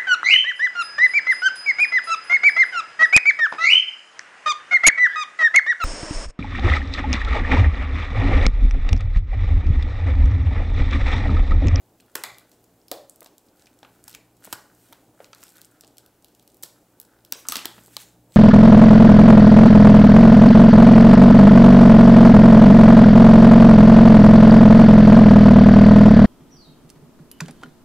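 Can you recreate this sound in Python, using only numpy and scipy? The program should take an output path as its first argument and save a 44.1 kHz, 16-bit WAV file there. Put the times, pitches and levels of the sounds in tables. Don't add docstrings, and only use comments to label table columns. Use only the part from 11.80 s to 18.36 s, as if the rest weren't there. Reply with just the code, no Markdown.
import sys
import numpy as np
from scipy import signal
from scipy.fft import rfft, irfft
from scipy.io import wavfile
from scipy.ndimage import uniform_filter1d

SR = 44100
rng = np.random.default_rng(int(sys.argv[2]) if len(sys.argv) > 2 else 0)


def transcribe(u):
    v = np.clip(np.atleast_2d(u).T, -1, 1)
    q = np.round(v * 32767).astype(np.int16)
    wavfile.write(sys.argv[1], SR, q)


def decibels_to_gain(level_db):
    exponent = np.asarray(level_db, float) / 20
    return 10 ** exponent


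N = 289296

# (frequency [Hz], density [dB per Hz])
AIR_SPECTRUM = [(15, -35), (25, -10.5), (60, -12), (90, -7), (170, -9.5), (300, 1), (400, -5), (840, -9),
                (1000, -14.5), (1900, -25.5), (3800, -28), (9000, -28.5), (15300, -25), (15850, -26)]
AIR_DB = -62
# (frequency [Hz], level [dB rms])
HUM_LINES = [(59.2, -80.5), (118.4, -71), (177.6, -73.5), (301.5, -78)]
# (time [s], level [dB])
HUM_SWELL = [(0, 5), (.4, 1), (.52, 10), (.7, 2.5), (1.1, 5), (1.6, -4.5), (2.2, 8), (3.6, 2), (5.5, 4),
             (6, 11), (6.56, 8)]
# (frequency [Hz], density [dB per Hz])
INPUT_HISS_SPECTRUM = [(40, -4), (600, -3.5), (2500, -7), (10000, 1), (12800, -0.5), (13500, -3.5),
                       (16000, -12)]
INPUT_HISS_DB, CUTOFF_HZ = -77.5, 17300

# (peak time [s], length [s], hiss level [dB], scuff level [dB])
STROKES = [(0.288, 0.043, -72, -60.5), (0.637, 0.14, -80, -67), (0.734, .1, -65, -85),
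           (1.447, .15, -72, -87), (1.815, 0.22, -65, -68), (2.156, 1, -67.5, -71),
           (2.305, 0.2, -56, -64.5), (2.654, 0.091, -51.5, -55.5), (2.732, 0.29, -54.5, -63),
           (2.9, 0.14, -72, -68), (3.066, 0.79, -63, -72.5), (3.148, .15, -70, -79),
           (3.43, 0.2, -61.5, -66), (3.633, 0.3, -57.5, -72), (3.783, 0.26, -61.5, -66),
           (3.962, 0.24, -70, -68), (4.26, 0.56, -74, -71.5), (4.99, 0.12, -77, -68.5),
           (5.316, 0.6, -78, -68), (5.598, 0.14, -53, -85), (5.673, 0.074, -66, -72),
           (5.943, 0.65, -58, -67), (6.142, 0.23, -56.5, -85), (6.211, 0.12, -47, -64),
           (6.279, 0.25, -61, -69), (6.57, 0.12, -50.5, -63)]
STROKE_FADE_DB, ATTACK_SHARE, RESTING_HISS_DB, RESTING_SCUFF_DB = 33, 0.96, -74, -86.5
# (frequency [Hz], density [dB per Hz])
RUB_SPECTRUM = [(2000, -2.5), (3500, -5), (5500, -5.5), (8000, -1), (10500, -5.5), (12500, -4), (15800, -4)]
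RUSTLE_EDGES_HZ = [1500, 3000, 5000, 7000, 9500, 12500, 17000]
RUSTLE_SWELL_DB = 1.0

# (start time [s], length [s], mean energy [dB])
CRINKLES = [
    (0.162, 0.23, -41.5),
    (1.598, 0.36, -41),
    (3.334, 0.14, -44),
    (3.688, 0.084, -34.5),
    (4.007, 0.12, -46),
    (5.3, 0.12, -56),
    (5.993, 0.12, -42),
]
CRINKLE_SPREAD_DB, CRINKLE_TILT_DB = -0.5, 5
# (time [s], energy [dB], treble tilt [dB])
PICKING = [(.1839, -46.5, 8), (.2055, -32.5, 5), (.4722, -34, 15), (.5455, -34, -16), (.5839, -23.5, 5),
           (.6924, -38, 25), (.7158, -32.5, 0), (.8405, -36, 6), (1.015, -51, -21), (1.0823, -27.5, 3),
           (1.2966, -19.5, 17), (1.3596, -28.5, 16), (1.4066, -22, 13), (1.4294, -25, 10),
           (1.445, -26.5, 7), (1.4713, -33, 9), (1.5811, -27, 7), (1.7951, -37, -3), (1.8212, -34, -9),
           (1.8591, -38, -10), (1.9889, -34.5, 4), (2.031, -32.5, -20), (2.2403, -24, 16), (2.2953, -23, 7),
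           (2.3033, -28, -2), (2.3126, -27, 4), (2.3291, -28, -2), (2.5673, -39, 5), (2.6398, -30, 4),
           (2.6655, -29, 12)]
# (time [s], energy [dB], treble tilt [dB])
PEELING = [(2.9484, -37, 16), (3.1305, -26, -15), (3.4443, -25.5, -15), (3.548, -26, 1), (3.5822, -37, -2),
           (3.6066, -35, 8), (3.6194, -32, 10), (3.637, -20, 9), (3.6534, -39, -7), (3.668, -32, 2),
           (3.681, -30.5, 0), (3.6914, -30, 6), (3.7203, -35, 6), (3.7443, -43, 1), (3.7691, -28, 7),
           (3.782, -30, 2), (3.81, -35, -1), (3.816, -21, 5), (3.847, -27, 1), (3.8533, -28.5, 18),
           (3.9135, -39, 16), (4.0095, -22, 2.5), (4.046, -31.5, -10), (4.077, -31.5, 2), (4.17, -31, 1),
           (4.1823, -20.5, 4), (4.262, -30.5, 4)]
# (time [s], energy [dB], treble tilt [dB])
LETTING_GO = [(4.423, -37.5, 5), (4.4455, -25.5, 2), (4.482, -37.5, 1), (4.549, -33.5, 3), (4.5955, -33, 0),
              (4.6251, -37, 4), (4.6769, -28.5, 5), (4.7, -38, 1), (4.7173, -39, 10), (4.7442, -31.5, 12),
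              (4.769, -33, 17), (4.9832, -44, 19), (5.2001, -14, 16.5), (5.2144, -24.5, 11),
              (5.229, -34, 6), (5.25, -34.5, 5), (5.4494, -25.5, 2), (5.51, -39, 15), (5.6693, -26, 7),
              (6.009, -36, 8), (6.0434, -38, 16), (6.061, -26.5, 9), (6.0724, -30.5, 14), (6.0797, -36, 0),
              (6.5217, -33, -3)]
CREASE_MS, CREASE_DB, SLOWER_PER_DB = 0.95, -29, 0.2
FAINT_DB = -18
# (frequency [Hz], width [Hz], level [dB])
FILM_MODES = [(3540, 4500, -4), (6620, 6100, -5), (7770, 1860, 25.5), (12000, 4400, 17), (16700, 4700, 8)]
# (time [s], frequency [Hz], energy [dB])
FLAPS = [(0.2, 2850, -32), (0.3536, 1080, -9), (.4371, 1970, -9), (1.1147, 1780, -18), (1.418, 584, -23),
         (1.46, 477, -26.5), (1.8684, 2500, -29), (2.0295, 830, -21.5), (2.0484, 1190, -27.5),
         (2.279, 840, -26), (2.34, 2840, -25.5), (2.348, 2330, -19), (2.6505, 640, -28),
         (2.6728, 473, -20.5), (2.7266, 995, -8), (3.1248, 930, -23), (3.4029, 580, -22),
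         (3.5307, 1290, -21), (3.6289, 1320, -24.5), (4.0352, 380, -29), (4.832, 530, -23),
         (4.8344, 1780, -25.5), (5.5226, 1460, -16), (5.652, 1200, -29), (5.6866, 1140, -16.5),
         (5.7213, 1180, -11), (5.8556, 1970, -14), (5.9791, 655, -23), (6.0797, 352, -28.5),
         (6.1664, 845, -15)]
FLAP_MS, FLAP_ROOM_DB = 5.1, -0.5
FLAP_WIDTH_HZ, FLAP_ROOM_WIDTH_HZ = 61, 400
# (time [s], energy [dB], treble tilt [dB], length [ms])
SNAPS = [(.3522, -14.5, 9, 1.1), (.3542, -2.5, 6, 1.9), (.4371, -6, 4, 0.75), (1.1147, -4, 4.5, 2.8),
         (1.46, -24.5, -7, 5.6), (2.28, -18.5, 8, 6.2), (2.348, -20.5, 6, 5.9), (2.6466, -19.5, 17, 2.2),
         (2.6521, -19.5, 12, 4.9), (2.721, -31, 5, 7.4), (2.7267, -3, 5, 6), (3.1256, -24, 26, 2.8),
         (3.5314, -23.5, -29, .81), (3.6283, -29, 5, 6.3), (4.8259, -20, 23, 0.84), (4.8315, -17, -1, 1.6),
         (4.8348, -7.5, 10.5, 0.75), (4.838, -18.5, -14, 1.5), (5.5234, -5.5, 0, 1.3),
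         (5.6864, -0.7, 11.5, 0.89), (5.7215, -2.5, 1.5, 1.4), (5.7558, -2, -6, 2.4), (5.7671, -4, 1, 2.3),
         (5.847, -25, -5, 4.9), (5.8556, -3, 3, 2), (6.1672, -8.5, 1, 1.4), (6.5404, -28, -4, 16)]

# (time [s], frequency [Hz], energy [dB])
THUDS = [(0.355, 375, -14.5), (.356, 517, -19), (.438, 835, -16.5), (1.118, 334, -18), (2.242, 107, -27.5),
         (2.669, 198, -26), (2.729, 344, -18), (2.73, 108, -22), (3.403, 560, -17.5), (3.415, 775, -30),
         (4.835, 135, -30), (5.524, 259, -24.5), (5.555, 497, -24.5), (5.69, 49.7, -29),
         (5.693, 258, -21.5), (5.766, 240, -16.5), (5.855, 322, -15), (5.856, 845, -16),
         (5.981, 225, -26.5)]
THUD_CYCLES, THUD_CUT_HZ = 5.9, 44
# (time [s], frequency [Hz], energy [dB], t60 [ms])
RINGS = [(.3545, 12000, -19, 4), (0.3546, 2040, -14, 2.5), (.438, 3680, -14, 10), (.4385, 2060, -17.5, 16),
         (.439, 2230, -15.5, 13), (1.1152, 540, -9.5, 9.7), (1.116, 630, -9, 14.6), (1.119, 730, -15, 21),
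         (.355, 1510, -13.5, 10), (.4375, 1130, -24, 6.1), (5.524, 970, -21, 3.7), (2.73, 2980, -16.5, 6.9),
         (1.1157, 1220, -22, 17), (5.524, 2780, -15.5, 4.8), (5.687, 4140, -26, 3.3),
         (5.767, 2630, -17, 6.5), (1.115, 3500, -23, 7.7), (2.35, 2230, -31, 8), (2.35, 2600, -33, 8),
         (2.73, 1490, -14.5, 8.7), (5.5234, 15300, -3, 2.2), (5.5228, 12000, -5.5, 3.8),
         (5.524, 5660, -5.5, 1.5), (5.6863, 6470, -1, 1.8), (5.722, 1276, -13, 13), (5.736, 1410, -22, 5.9),
         (5.758, 1780, -10, 0.84), (5.79, 2680, -14, 10), (5.855, 3310, -9.5, 9.1), (6.167, 4280, -6, 2.2)]
# (time [s], frequency [Hz], energy [dB], t60 [ms])
TICKS = [(1.8585, 5360, -34, 2), (1.9306, 3500, -47, 1), (1.931, 7500, -48, 1), (1.94, 8000, -44, 0.99),
         (2.03, 3400, -29, 2.3), (2.03, 1400, -32, 2), (2.049, 1700, -34, 2), (2.606, 13000, -42, .8),
         (.367, 12500, -24, 1.5), (2.707, 12000, -38, 2), (2.03, 650, -30, 5), (2.049, 700, -31, 5),
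         (2.0483, 2900, -31, 2.3), (2.28, 5400, -24, 2.1), (2.2795, 11000, -24, 1), (2.2403, 12000, -30, 1),
         (2.349, 3600, -25, 2.3), (2.349, 6700, -23.5, 2), (1.0155, 5100, -42, 4), (.845, 7000, -41, 2),
         (.834, 12000, -44, 1), (1.084, 5200, -31, 5), (1.084, 6400, -36, 3), (.5965, 9000, -38, 2),
         (.399, 8500, -32, 1.5), (3.913, 8400, -40, 2), (6.271, 14000, -42, 1), (6.555, 12000, -34, 1),
         (2.915, 1440, -39, 3), (3.348, 7400, -45, .8), (3.378, 1400, -41, 4), (3.392, 1500, -37, 5),
         (3.4442, 2600, -31, 3), (3.444, 1100, -37, 4), (3.695, 8300, -38, 1), (3.705, 8300, -37, 1),
         (3.733, 8000, -40, 1)]
# (time [s], frequency [Hz], energy [dB], t60 [ms])
LATE_TICKS = [(5.326, 6000, -46, .8), (5.342, 6500, -52, .8), (5.389, 4500, -47, .8),
              (5.407, 4500, -48, .8), (5.462, 13000, -42, .8), (5.535, 9000, -24, .8),
              (5.535, 4000, -20, 2), (5.574, 14000, -30, .8), (5.652, 1350, -25, 6.8),
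              (5.662, 1300, -32, 5), (5.671, 1350, -31, 5), (5.698, 4700, -18, 1.8), (5.745, 1250, -23, 6),
              (5.848, 1700, -18.5, 3.7), (5.976, 13000, -45, .8), (5.99, 2800, -33, 2.9),
              (5.995, 13000, -40, .8), (6.002, 13000, -38, 0.73), (6.037, 7500, -33, 1),
              (6.037, 13500, -36, .8), (6.05, 7500, -36, 1), (3.63, 5500, -28, 1.5), (3.74, 12500, -38, .8),
              (3.758, 12500, -42, .8), (4.07, 8000, -34, 1), (4.037, 4000, -32, 1.1)]
SINGING_S = [.447, .45, .365, .37, 1.145, 1.13, 1.14, 1.125, 2.36, 2.36, 2.33, 2.74, 2.98, 3.05, 3.68, 3.66,
             3.7, 5.56, 5.57, 5.79, 5.87, 6.07, 6.06, 6.21, 6.21, 6.26, 6.54]
# (rise [s], fall [s], frequency [Hz], level [dB])
SINGING = [(.006, .2, 2000, -56), (.006, .18, 3700, -62), (.006, .12, 8000, -55), (.01, .1, 500, -55),
           (.02, .12, 630, -49), (.01, .12, 780, -54), (0.022, .12, 470, -51), (.006, 0.15, 2400, -61),
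           (.006, .2, 2450, -65), (.01, .1, 7000, -64), (.06, .08, 5300, -63), (.006, 0.14, 1500, -54),
           (.15, .25, 13200, -70), (.2, .15, 8400, -68), (.12, 0.13, 8250, -64), (.1, 0.13, 5300, -65),
           (.1, .15, 12800, -67), (.03, .15, 6000, -55), (.04, .15, 12500, -58), (.02, .12, 3000, -50),
           (.006, .12, 3150, -53), (.15, .15, 8000, -63), (.15, .15, 12000, -65), (.04, 0.072, 9600, -56),
           (.04, 0.12, 4330, -58), (.05, .15, 7000, -63), (.06, .1, 7900, -61)]
SINGING_WIDTH_SHARE, SINGING_FADE_DB = .14, 25

# (delay [ms], energy [dB])
ECHOES = [(.8, -11.5), (2.5, -18.5), (10.5, -17.5), (16, -23.5), (24, -22.5)]
# (frequency [Hz], t60 [s])
ROOM_T60 = [(150, 1), (500, 0.4), (1500, 0.43), (4000, 0.39), (9000, 0.39), (16000, 0.26)]
# (frequency [Hz], level [dB])
ROOM_COLOUR = [(150, -18), (500, 5.5), (1500, 2.5), (4000, -2), (9000, -5), (16000, -6)]
# (time [s], level [dB])
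OPENNESS = [(.35, 1), (.44, 4), (1.1, 2), (1.3, 0.5), (2.73, -2), (3.4, -1), (4.83, 1.5), (5.2, -1.5),
            (5.52, 1), (5.7, 6.5), (5.86, -2), (6.17, -5)]
ROOM_DB, ROOM_GAP_MS = -10, 7.3
STEADY_TOP_HZ, TOP_GATE_DB, TOP_JUMP = 15850, -55, 5


def rms_one(x):
    return x / np.sqrt(np.mean(x ** 2) + 1e-20)


def at_hz(points, hz):
    points = np.array(points)
    return np.interp(np.log(hz), np.log(points[:, 0]), points[:, 1])


def at_time(points):
    return np.interp(np.arange(N) / SR, *np.transpose(points))


def band(x, low_hz, high_hz, order=2):
    edges_hz = [low_hz, min(high_hz, .45 * SR)]
    return signal.sosfilt(signal.butter(order, edges_hz, "band", fs=SR, output="sos"), x)


def resonance(x, hz, width_hz):
    r = np.exp(-np.pi * width_hz / SR)
    poles = [1, -2 * r * np.cos(2 * np.pi * hz / SR), r * r]
    return signal.lfilter([(1 - r * r) / 2, 0, (r * r - 1) / 2], poles, x)


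def drift(rate_hz):
    r = np.exp(-80 * np.pi * rate_hz / SR)
    slow = signal.lfilter([1], [1, -2 * r, r * r], rng.standard_normal(N // 40 + 2002))[2000:]
    return np.interp(np.arange(N) / 40, np.arange(len(slow)), rms_one(slow))


def coloured(x, spectrum):
    hz = np.maximum(np.fft.rfftfreq(N, 1 / SR), 1)
    inside = (hz > spectrum[0][0] / 2) & (hz < spectrum[-1][0])
    return rms_one(irfft(rfft(x) * decibels_to_gain(at_hz(spectrum, hz)) * inside, N))


def add(out, s, sound, energy_db):
    i = int(s * SR)
    sound = sound[:N - i]
    out[i:i + len(sound)] += sound * decibels_to_gain(energy_db) / np.sqrt(np.sum(sound ** 2) + 1e-20)


def uneven_slips(size, uneven_db, most):
    return rng.standard_normal(size) * decibels_to_gain(uneven_db * np.minimum(rng.exponential(1, size), most))


def background():
    t = np.arange(N) / SR
    swell_db = at_time(HUM_SWELL)
    hum = np.zeros(N)
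    for hz, db in HUM_LINES:
        level = decibels_to_gain(db - 2.0 + swell_db + 3.5 * drift(19.0))
        hum += level * np.sin(2 * np.pi * hz * t + .5 * drift(0.4))
    gust = decibels_to_gain(1.96 * drift(12.3))
    air = coloured(rng.standard_normal(N), AIR_SPECTRUM)
    rumble = band(air, 12, 900, order=1)
    return decibels_to_gain(AIR_DB) * (air + (gust - 1) * rumble) + hum


def stroke_levels():
    t = np.arange(0, N, 64) / SR
    s, length_s, hiss_db, scuff_db = np.transpose(STROKES)[:, :, None]
    fade_db = STROKE_FADE_DB * np.maximum((s - t) / ATTACK_SHARE, t - s) / length_s
    levels = []
    for db, rest_db in ((hiss_db, RESTING_HISS_DB), (scuff_db, RESTING_SCUFF_DB)):
        loudest_db = np.maximum(np.max(db - fade_db, axis=0), rest_db)
        levels.append(np.interp(np.arange(N) / SR, t, loudest_db))
    return levels


def rubbing():
    hiss_db, scuff_db = stroke_levels()
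    slips = uneven_slips(N, uneven_db=3.8, most=5)
    rustle = np.zeros(N)
    for k, (low_hz, high_hz) in enumerate(zip(RUSTLE_EDGES_HZ, RUSTLE_EDGES_HZ[1:])):
        rustle += (-1) ** k * band(slips, low_hz, high_hz) * decibels_to_gain(RUSTLE_SWELL_DB * drift(3.2))
    hiss = coloured(rustle, RUB_SPECTRUM) * decibels_to_gain(hiss_db + .5 * drift(51))
    catches = rng.standard_normal(N) * (0.017 + (rng.random(N) < 250 / SR))
    hollow = resonance(resonance(catches, hz=1450, width_hz=450), hz=1400, width_hz=600)
    pips = rms_one(hollow) + .3 * rms_one(band(catches, 300, 3000))
    return hiss + rms_one(pips) * decibels_to_gain(scuff_db + 2.0 * drift(34))


def buckle(length_ms, uneven_db, size=1024, count=25):
    t = np.arange(size) / SR * 1000 / max(length_ms, .3)
    rise = np.minimum(t * length_ms / (0.63 + 0.053 * length_ms), 1) ** 2
    shape = rise * (np.exp(-1.8 * t ** 0.88) + 0.099 * np.exp(-t))
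    spectrum = rfft(shape * uneven_slips(size, uneven_db, most=4))
    broad = np.sqrt(uniform_filter1d(np.abs(spectrum) ** 2, size=count))
    return irfft(spectrum / broad, size) * np.clip(20 * shape, 0, 1)


def creases():
    small = PICKING + PEELING + LETTING_GO
    for s, length_s, db in CRINKLES:
        for u, a, b in zip(rng.random(size=5), *rng.standard_normal(size=(2, 5))):
            small = small + [(s + length_s * u, db + CRINKLE_SPREAD_DB * a, CRINKLE_TILT_DB + 6 * b)]
    rows = list(SNAPS)
    for s, db, tilt_db in small:
        length_ms = CREASE_MS * np.exp(SLOWER_PER_DB * np.clip(CREASE_DB - db, 0, 12))
        rows.append((s, db, tilt_db, length_ms))
    return rows


def crack(volley, strengths_db, tilt_db):
    film = volley
    for (hz, width_hz, db), strength_db in zip(FILM_MODES, strengths_db):
        film = film + decibels_to_gain(db + strength_db - 11.5) * resonance(volley, hz, width_hz)
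    return rms_one(band(film, 2720, 5330)) - decibels_to_gain(tilt_db) * rms_one(band(film, 8800, 20600))


def flap(volley, hz, width_hz):
    ring = resonance(volley, hz, width_hz + 0.032 * hz)
    snap = band(volley, hz / 2.2, hz * 2.2, order=1)
    return band(rms_one(ring) + 1.8 * rms_one(snap), hz / 3.7, hz * 5.1)


def cracks():
    direct, around = np.zeros((2, N))
    click = np.eye(1, 1024)[0]
    for s, energy_db, tilt_db, length_ms in creases():
        strengths_db = rng.normal(0, 7.9, len(FILM_MODES))
        count = 25 if energy_db > FAINT_DB else 70
        volley = buckle(length_ms, uneven_db=3.5, count=count)
        add(direct, s - .0004, crack(volley, strengths_db, tilt_db), energy_db)
        add(around, s - .0004, crack(click, strengths_db, tilt_db), energy_db)
    for s, hz, energy_db in FLAPS:
        volley = buckle(FLAP_MS, uneven_db=0.0)
        add(direct, s, flap(volley, hz, FLAP_WIDTH_HZ), energy_db)
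        add(around, s, flap(click, hz, FLAP_ROOM_WIDTH_HZ), energy_db + FLAP_ROOM_DB)
    return direct, around


def thuds_and_rings():
    out, t = np.zeros(N), np.arange(8192) / SR
    knocks = [(s, hz, db, 1000 * THUD_CYCLES / hz) for s, hz, db in THUDS]
    for s, hz, energy_db, t60_ms in RINGS + TICKS + LATE_TICKS + knocks:
        decay = decibels_to_gain(-60000 * t / t60_ms) * (1 - np.exp(-t * hz))
        add(out, s, np.sin(2 * np.pi * hz * t) * decay, energy_db)
    return band(out, THUD_CUT_HZ, 20000)


def room(direct, around):
    t = np.arange(int(.6 * SR)) / SR
    tail, edges_hz = 0, 100 * 2 ** np.arange(0, 7.6, .5)
    for low_hz, high_hz in zip(edges_hz, edges_hz[1:]):
        hz = np.sqrt(low_hz * high_hz)
        decay_db = at_hz(ROOM_COLOUR, hz) - 60 * t / at_hz(ROOM_T60, hz)
        tail = tail + band(rng.standard_normal(len(t)), low_hz, high_hz) * decibels_to_gain(decay_db)
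    spectrum = rfft(tail)
    fine, broad = (uniform_filter1d(np.abs(spectrum) ** 2, size=size) for size in (36, 240))
    tail = irfft(spectrum * np.sqrt(broad / fine), len(t))
    tail = tail * np.clip((t * 1000 - ROOM_GAP_MS + 10.0) / 11.0, .05, 1)
    tail = tail * np.clip((t[-1] - t) / .1 - .3, 0, 1)
    answer = np.zeros(N)
    add(answer, 0, tail, ROOM_DB)
    for ms, db in ECHOES:
        add(answer, ms / 1000, buckle(2.9 + 0.2 * ms, uneven_db=-0.5), db)
    answer = signal.sosfilt(signal.ellip(12, .5, 70, 15800, fs=SR, output="sos"), answer)
    around = around * decibels_to_gain(at_time(OPENNESS))
    return direct + signal.fftconvolve(around, answer[:len(t)])[:N]


def singing():
    out, t, slips = np.zeros(N), np.arange(N) / SR, rng.standard_normal(N)
    for s, (rise_s, fall_s, hz, db) in zip(SINGING_S, SINGING):
        near = slice(max(int((s - 2 * rise_s) * SR), 0), int((s + 2 * fall_s) * SR))
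        width_hz = SINGING_WIDTH_SHARE * hz
        fade_db = SINGING_FADE_DB * np.maximum((s - t[near]) / rise_s, (t[near] - s) / fall_s)
        tone = resonance(resonance(slips[near], hz, width_hz), hz, width_hz)
        out[near] += rms_one(tone) * decibels_to_gain(db - fade_db)
    return out


def scene():
    air, rubs = background(), rubbing()
    direct, around = cracks()
    rings = thuds_and_rings()
    rings_around = decibels_to_gain(0.5) * band(rings, 23, 4100, order=1)
    mono = room(direct + rings + rubs, around + rings_around + rubs) + air + singing()
    return np.array([mono, mono])


def top_gate(x):
    hz = np.fft.rfftfreq(N, 1 / SR)
    top = irfft(rfft(x) * np.clip((hz - STEADY_TOP_HZ) / 300 + .6, 0, 1), N)
    fast, slow = (uniform_filter1d(top ** 2, size=size) for size in (128, 2048))
    sharp = (fast > TOP_JUMP * slow) & (fast > decibels_to_gain(2 * TOP_GATE_DB))
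    passing = uniform_filter1d(1. * sharp, size=96)
    return x - top * (1 - passing)


def low_pass(x):
    return signal.sosfilt(signal.butter(12, 17130, fs=SR, output="sos"), x)


def record(dry):
    side = decibels_to_gain(INPUT_HISS_DB) * coloured(rng.standard_normal(N), INPUT_HISS_SPECTRUM)
    both = top_gate(dry[0]) + side * [[1], [-1]]
    mix = signal.sosfilt(signal.cheby2(10, 50, CUTOFF_HZ, fs=SR, output="sos"), both)
    return low_pass(mix)


dry = scene()
out = record(dry)
transcribe(out)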